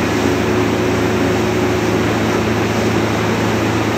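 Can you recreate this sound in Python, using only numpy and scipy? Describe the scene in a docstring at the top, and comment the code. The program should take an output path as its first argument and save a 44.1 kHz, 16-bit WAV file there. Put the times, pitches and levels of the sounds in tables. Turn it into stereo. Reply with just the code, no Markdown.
"""A diesel drones at working speed as a track maintenance machine creeps past a few metres away.
Exhaust orders, a geared shaft, hydraulic pump tones and gear whines stand in a dense roar of fans and
steel. The frame clanks, air hiss swells now and then and a turbocharger whistles faintly.
Stereo width varies with frequency."""
import sys
import numpy as np
from scipy import signal
from scipy.fft import rfft, irfft, next_fast_len
from scipy.io import wavfile

SR = 44100
rng = np.random.default_rng(int(sys.argv[2]) if len(sys.argv) > 2 else 0)


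def dump(signal):
    """Clip the signal to [-1, 1] and save it as 16-bit WAV at the path in sys.argv[1]."""
    limited = np.clip(np.atleast_2d(signal).T, -1, 1)
    pcm = np.round(limited * 32767).astype(np.int16)
    wavfile.write(sys.argv[1], SR, pcm)


N = 175077
TONE_WAVER_HZ = 3.7
PAD_SAMPLES = 2048


def exhaust(cycles):
    """Exhaust pulses: harmonics of the engine cycle rate."""
    # order, then rms_db at 4 evenly spaced times
    orders = [(4, -48, -48, -48, -48), (6, -27, -25, -24.5, -24), (10, -38, -35, -36, -38),
              (12, -25, -27, -25.5, -29), (15, -37, -39, -42, -37), (16, -39, -34, -37, -39),
              (18, -40, -35, -35, -37), (24, -46, -44, -42, -35), (26, -35, -44, -41, -43),
              (32, -46, -45, -45, -45)]
    return tones(orders, cycles)


def shaft(cycles, turns_per_cycle=1.5234):
    """Harmonics of a shaft geared to the engine."""
    # order, then rms_db at 4 evenly spaced times
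    orders = [(3, -31, -31, -33, -34), (6, -34, -33, -33.5, -33.5), (9, -41, -41, -41, -41),
              (12, -37, -33, -33.5, -24.5), (15, -42, -41, -42, -42), (18, -45, -45, -45, -45),
              (24, -45, -45, -46, -46), (30, -46, -46, -50, -43), (33, -41, -45, -48, -40),
              (36, -48, -48, -50, -50)]
    return tones(orders, turns_per_cycle * cycles)


def pumps():
    """Hydraulic pump tones of steady pitch."""
    # pitch_hz, then rms_db at 4 evenly spaced times
    pump_tones = [(66.5, -43, -43, -43, -43), (237, -37, -39, -39, -39), (303.5, -33, -34, -37, -40),
                  (550.44, -36, -34, -35.5, -36), (728.5, -48, -48, -48, -48), (825.9, -46, -46, -46, -46)]
    return tones(pump_tones, np.arange(N) / SR)


def pump_pair(in_phase_s=.6):
    """Two pumps close in pitch, beating at about 3 Hz."""
    # pitch_hz, then rms_db at 4 evenly spaced times
    pair = [(275.25, -27, -29.5, -36, -44), (278.15, -28, -28.5, -34, -38)]
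    t = np.arange(N) / SR - in_phase_s
    start_turns = rng.random()
    return sum(sine(hz * t + start_turns, along(db)) for hz, *db in pair)


def pump_drone(pitch_hz=364.17, waver_db=.6):
    """The loudest pump: swells early, fades as the machine moves on."""
    # time_s, rms_db
    levels = [(0, -28), (.25, -22.5), (.5, -21), (.68, -17.5), (.9, -22.5), (1.3, -21.5), (2.0, -21),
              (2.2, -26.5), (2.55, -25), (3.0, -30), (3.97, -30)]
    rms_db = in_time(levels)[0] + waver_db * drift(TONE_WAVER_HZ)
    return sine(pitch_hz * np.arange(N) / SR, rms_db)


def roar(cycles, firings_per_cycle=6, knock_depth=.04):
    """Fan, casing and frame noise, pulsing faintly with each firing."""
    # freq_hz, density_db
    spectrum = [(30, -74), (60, -56.5), (95, -54.5), (140, -53), (190, -45.5), (250, -45), (320, -45),
                (400, -45), (500, -50.5), (800, -52), (1200, -56), (1500, -56.5), (1700, -58), (2100, -58),
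                (2550, -59), (2700, -61), (3500, -66.5), (3800, -65), (4200, -70.5), (4600, -71),
                (4900, -78.5), (5500, -73), (8000, -82), (16000, -110)]
    # time_s, gain_db
    swell = [(0, 0.5), (.3, 0), (.6, -0.5), (1.1, -.5), (1.6, -0.6), (2.0, 0.2), (2.6, 0), (3.3, 0.5),
             (3.97, 0)]
    knock = 1 + knock_depth * np.sin(2 * np.pi * firings_per_cycle * cycles)
    return flickering_noise(spectrum) * amp(in_time(swell)[0]) * knock


def gear_whines():
    """Each whine is noise passed twice through a narrow resonance."""
    # pitch_hz, width_hz, then rms_db at 4 evenly spaced times
    resonances = [(1226, 8, -56, -43, -57, -37), (1387, 20, -45, -40.5, -58, -49),
                  (1701, 34, -36.5, -45, -40, -50), (2464, 7.2, -41, -47, -52, -35),
                  (2490, 11, -47, -56, -55, -58)]
    out = 0
    for hz, width_hz, *db in resonances:
        r = np.exp(-np.pi * width_hz / SR)
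        poles = [1, -2 * r * np.cos(2 * np.pi * hz / SR), r * r]
        noise = rng.standard_normal(N + SR)
        ring = signal.lfilter([1], poles, signal.lfilter([1], poles, noise))[SR:]
        out = out + amp(along(db)) * ring / ring.std()
    return out


def clanks(rise_s=.003, t60_s=.07, upper_ratio=1.35):
    """Dull knocks in the frame, each ringing on two heavily damped notes."""
    # start_s, strength_db, pitch_hz
    knocks = [(2.316, -17, 1000), (2.338, -14, 1300), (2.613, -13.5, 800), (2.757, -15, 700)]
    out = 0
    for start_s, db, hz in knocks:
        t = np.clip(np.arange(N) / SR - start_s, 0, 1)
        envelope = amp(db - 60 * t / t60_s) * (1 - np.exp(-t / rise_s))
        phase = 2 * np.pi * hz * t
        out = out + envelope * (np.sin(phase) + .5 * np.sin(upper_ratio * phase))
    return out


def air_hiss(split_hz=8000, top_swell_share=.45):
    """Bright air noise with soft swells, weaker above the split."""
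    # freq_hz, density_db
    spectrum = [(1500, -85), (4000, -77), (5500, -71.5), (7000, -73), (8300, -74.3), (8800, -73.3),
                (9400, -69.6), (9800, -70.3), (10200, -73), (11000, -75.8), (12000, -79.3), (13000, -81),
                (14400, -84.5), (14600, -88), (15600, -92)]
    # peak_s, rise_db, width_s
    swells = [(.21, 5, .085), (1.0, 1.5, .04), (1.42, 1.5, .1), (1.86, 4, .05), (2.12, 1.5, .06),
              (2.33, 4, .04), (2.81, 5, .085), (3.15, 2, .05), (3.46, 3, .09), (3.88, 1.5, .1)]
    # time_s, gain_db
    top_gain = [(0, .6), (1.6, .8), (2.4, -.3), (3.97, 0)]
    t = np.arange(N) / SR
    swell_db = sum(db * np.exp(-.5 * ((t - peak_s) / width_s) ** 2) for peak_s, db, width_s in swells)
    top_db = top_swell_share * swell_db + in_time(top_gain)[0]
    air = flickering_noise(spectrum)
    low = signal.sosfiltfilt(signal.butter(3, split_hz, fs=SR, output="sos"), air)
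    return low * amp(swell_db) + (air - low) * amp(top_db)


def turbo(wobble_hz=9, flutter_db=2.5):
    """The turbocharger's thin, wandering whistle."""
    # time_s, pitch_hz, rms_db
    whistle = [(0, 7620, -58), (.25, 7730, -46), (.5, 7760, -49), (.75, 7850, -51), (1.0, 7740, -46),
               (1.3, 7670, -47), (1.55, 7600, -55), (1.85, 7500, -53), (2.1, 7450, -52), (2.37, 7460, -50),
               (2.7, 7330, -57), (3.3, 7450, -56), (3.6, 7630, -47), (3.97, 7750, -52)]
    hz, db = in_time(whistle)
    turns = np.cumsum(hz + wobble_hz * drift(12.5)) / SR
    return sine(turns, db + flutter_db * drift(8.0))


def stereo_image(common, left, right):
    """Sets width, phase and balance by frequency:
    centred at 1.5-2 kHz and above 13.9 kHz, opposite in phase at 9-11.4 kHz."""
    # freq_hz, coherence, left_lead_rad, left_over_right_db
    image = [(60, .999, 0, .1), (150, .995, -.03, .4), (250, .995, -.09, 1.1), (320, .99, -.17, 1.2),
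             (400, .98, -.31, 1.5), (450, .96, -.43, .8), (520, .88, -.37, 0), (600, .91, -.25, .2),
             (750, .95, -.06, .2), (900, .97, -.1, -.3), (1100, .95, -.04, -2.2), (1350, .98, 0, -.4),
             (1500, .998, 0, 0), (2050, .998, 0, 0), (2400, .84, .37, -3), (3000, .74, .68, -1.4),
             (3500, .44, .5, -.4), (3800, .62, .16, 2.4), (4200, .7, .54, .2), (4600, .55, .7, .3),
             (4900, .05, .6, -1.3), (5250, .75, .04, 0), (5700, .87, .35, 0), (7000, .77, 1.37, 0),
             (8300, .77, 2.4, 0), (8800, .85, 2.8, 0), (9100, .995, 3.14, 0), (11400, .995, 3.14, 0),
             (11750, .75, 3.7, 0), (12200, .62, 4.05, 0), (13200, .6, 5.1, 0), (13700, .66, 5.7, 0),
             (13900, .99, 6.28, 0)]
    padded = np.pad([common, left, right], [(0, 0), (PAD_SAMPLES,) * 2], "reflect", reflect_type="odd")
    size = next_fast_len(padded.shape[1])
    spectra = rfft(padded, size)
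    coherence, lead_rad, balance_db = at_hz(image, np.fft.rfftfreq(size, 1 / SR))
    side = np.array([[.5], [-.5]])
    shared = np.sqrt(coherence) * spectra[0] * np.exp(1j * lead_rad * side)
    own = np.sqrt(1 - coherence) * spectra[1:]
    return irfft((shared + own) * amp(balance_db * side), size)[:, PAD_SAMPLES:PAD_SAMPLES + N]


def tones(rows, turns, waver_db=1.0):
    """Sines on multiples of a rotation, changing level as the machine moves on."""
    out = 0
    for multiple, *db in rows:
        rms_db = along(db) + waver_db * drift(TONE_WAVER_HZ)
        out = out + sine(multiple * turns + rng.random(), rms_db)
    return out


def flickering_noise(spectrum, flicker_db=.5):
    """Three independent noises of one colour, flickering in overlapping half-octave bands."""
    hz = np.fft.rfftfreq(N, 1 / SR)
    coloured = rfft(rng.standard_normal((3, N))) * amp(at_hz(spectrum, hz)[0]) * np.sqrt(SR / 2)
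    band_position = np.clip(2 * np.log2(hz / 40 + 1e-9), 0, 17)
    shared_drift = .32 * drift(2.7)
    out = 0
    for k in range(18):
        band = np.cos(np.pi / 2 * np.clip(band_position - k, -1, 1)) ** 2
        out = out + irfft(coloured * band, N) * amp(flicker_db * (shared_drift + drift(11.0)))
    return out


def drift(corner_hz):
    """Slow random wander of unit spread, drawn every 40 samples."""
    r = np.exp(-2 * np.pi * corner_hz * 40 / SR)
    slow = signal.lfilter([1], [1, -2 * r, r * r], rng.standard_normal(N // 40 + 2002))[2000:]
    return np.interp(np.arange(N) / 40, np.arange(len(slow)), slow / slow.std())


def amp(db):
    return 10 ** (np.asarray(db) / 20)


def sine(turns, rms_db):
    return np.sqrt(2) * amp(rms_db) * np.sin(2 * np.pi * turns)


def along(db):
    """Evenly spaced levels, joined over the scene."""
    return np.interp(np.arange(N), np.linspace(0, N, len(db)), db)


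def in_time(rows):
    time_s, *columns = np.transpose(rows)
    return [np.interp(np.arange(N) / SR, time_s, c) for c in columns]


def at_hz(rows, hz):
    freq_hz, *columns = np.transpose(rows)
    return [np.interp(np.log(hz + 1), np.log(freq_hz), c) for c in columns]


def scene():
    """The machine in stereo; engine speed drives exhaust, shaft and knock."""
    # time_s, cycle_hz (one cycle = two crank turns)
    engine_speed = [(0, 18.17), (.6, 18.19), (1.2, 18.22), (1.9, 18.25), (2.4, 18.27), (2.9, 18.23),
                    (3.4, 18.18), (3.97, 18.15)]
    cycles = np.cumsum(in_time(engine_speed)[0]) / SR
    hum = exhaust(cycles) + shaft(cycles) + pumps()
    noise, left, right = roar(cycles) + air_hiss()
    common = noise + hum + pump_pair() + pump_drone() + gear_whines() + turbo() + clanks()
    return stereo_image(common, left, right)


def record(dry):
    """Steep low-pass on the top treble."""
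    cutoff_hz = 15714
    lowpass = signal.ellip(12, .5, 70, cutoff_hz, fs=SR, output="sos")
    padded = np.pad(dry, [(0, 0), (PAD_SAMPLES, 0)], "reflect", reflect_type="odd")
    return signal.sosfilt(lowpass, padded)[:, PAD_SAMPLES:]


dry = scene()
out = record(dry)
dump(out)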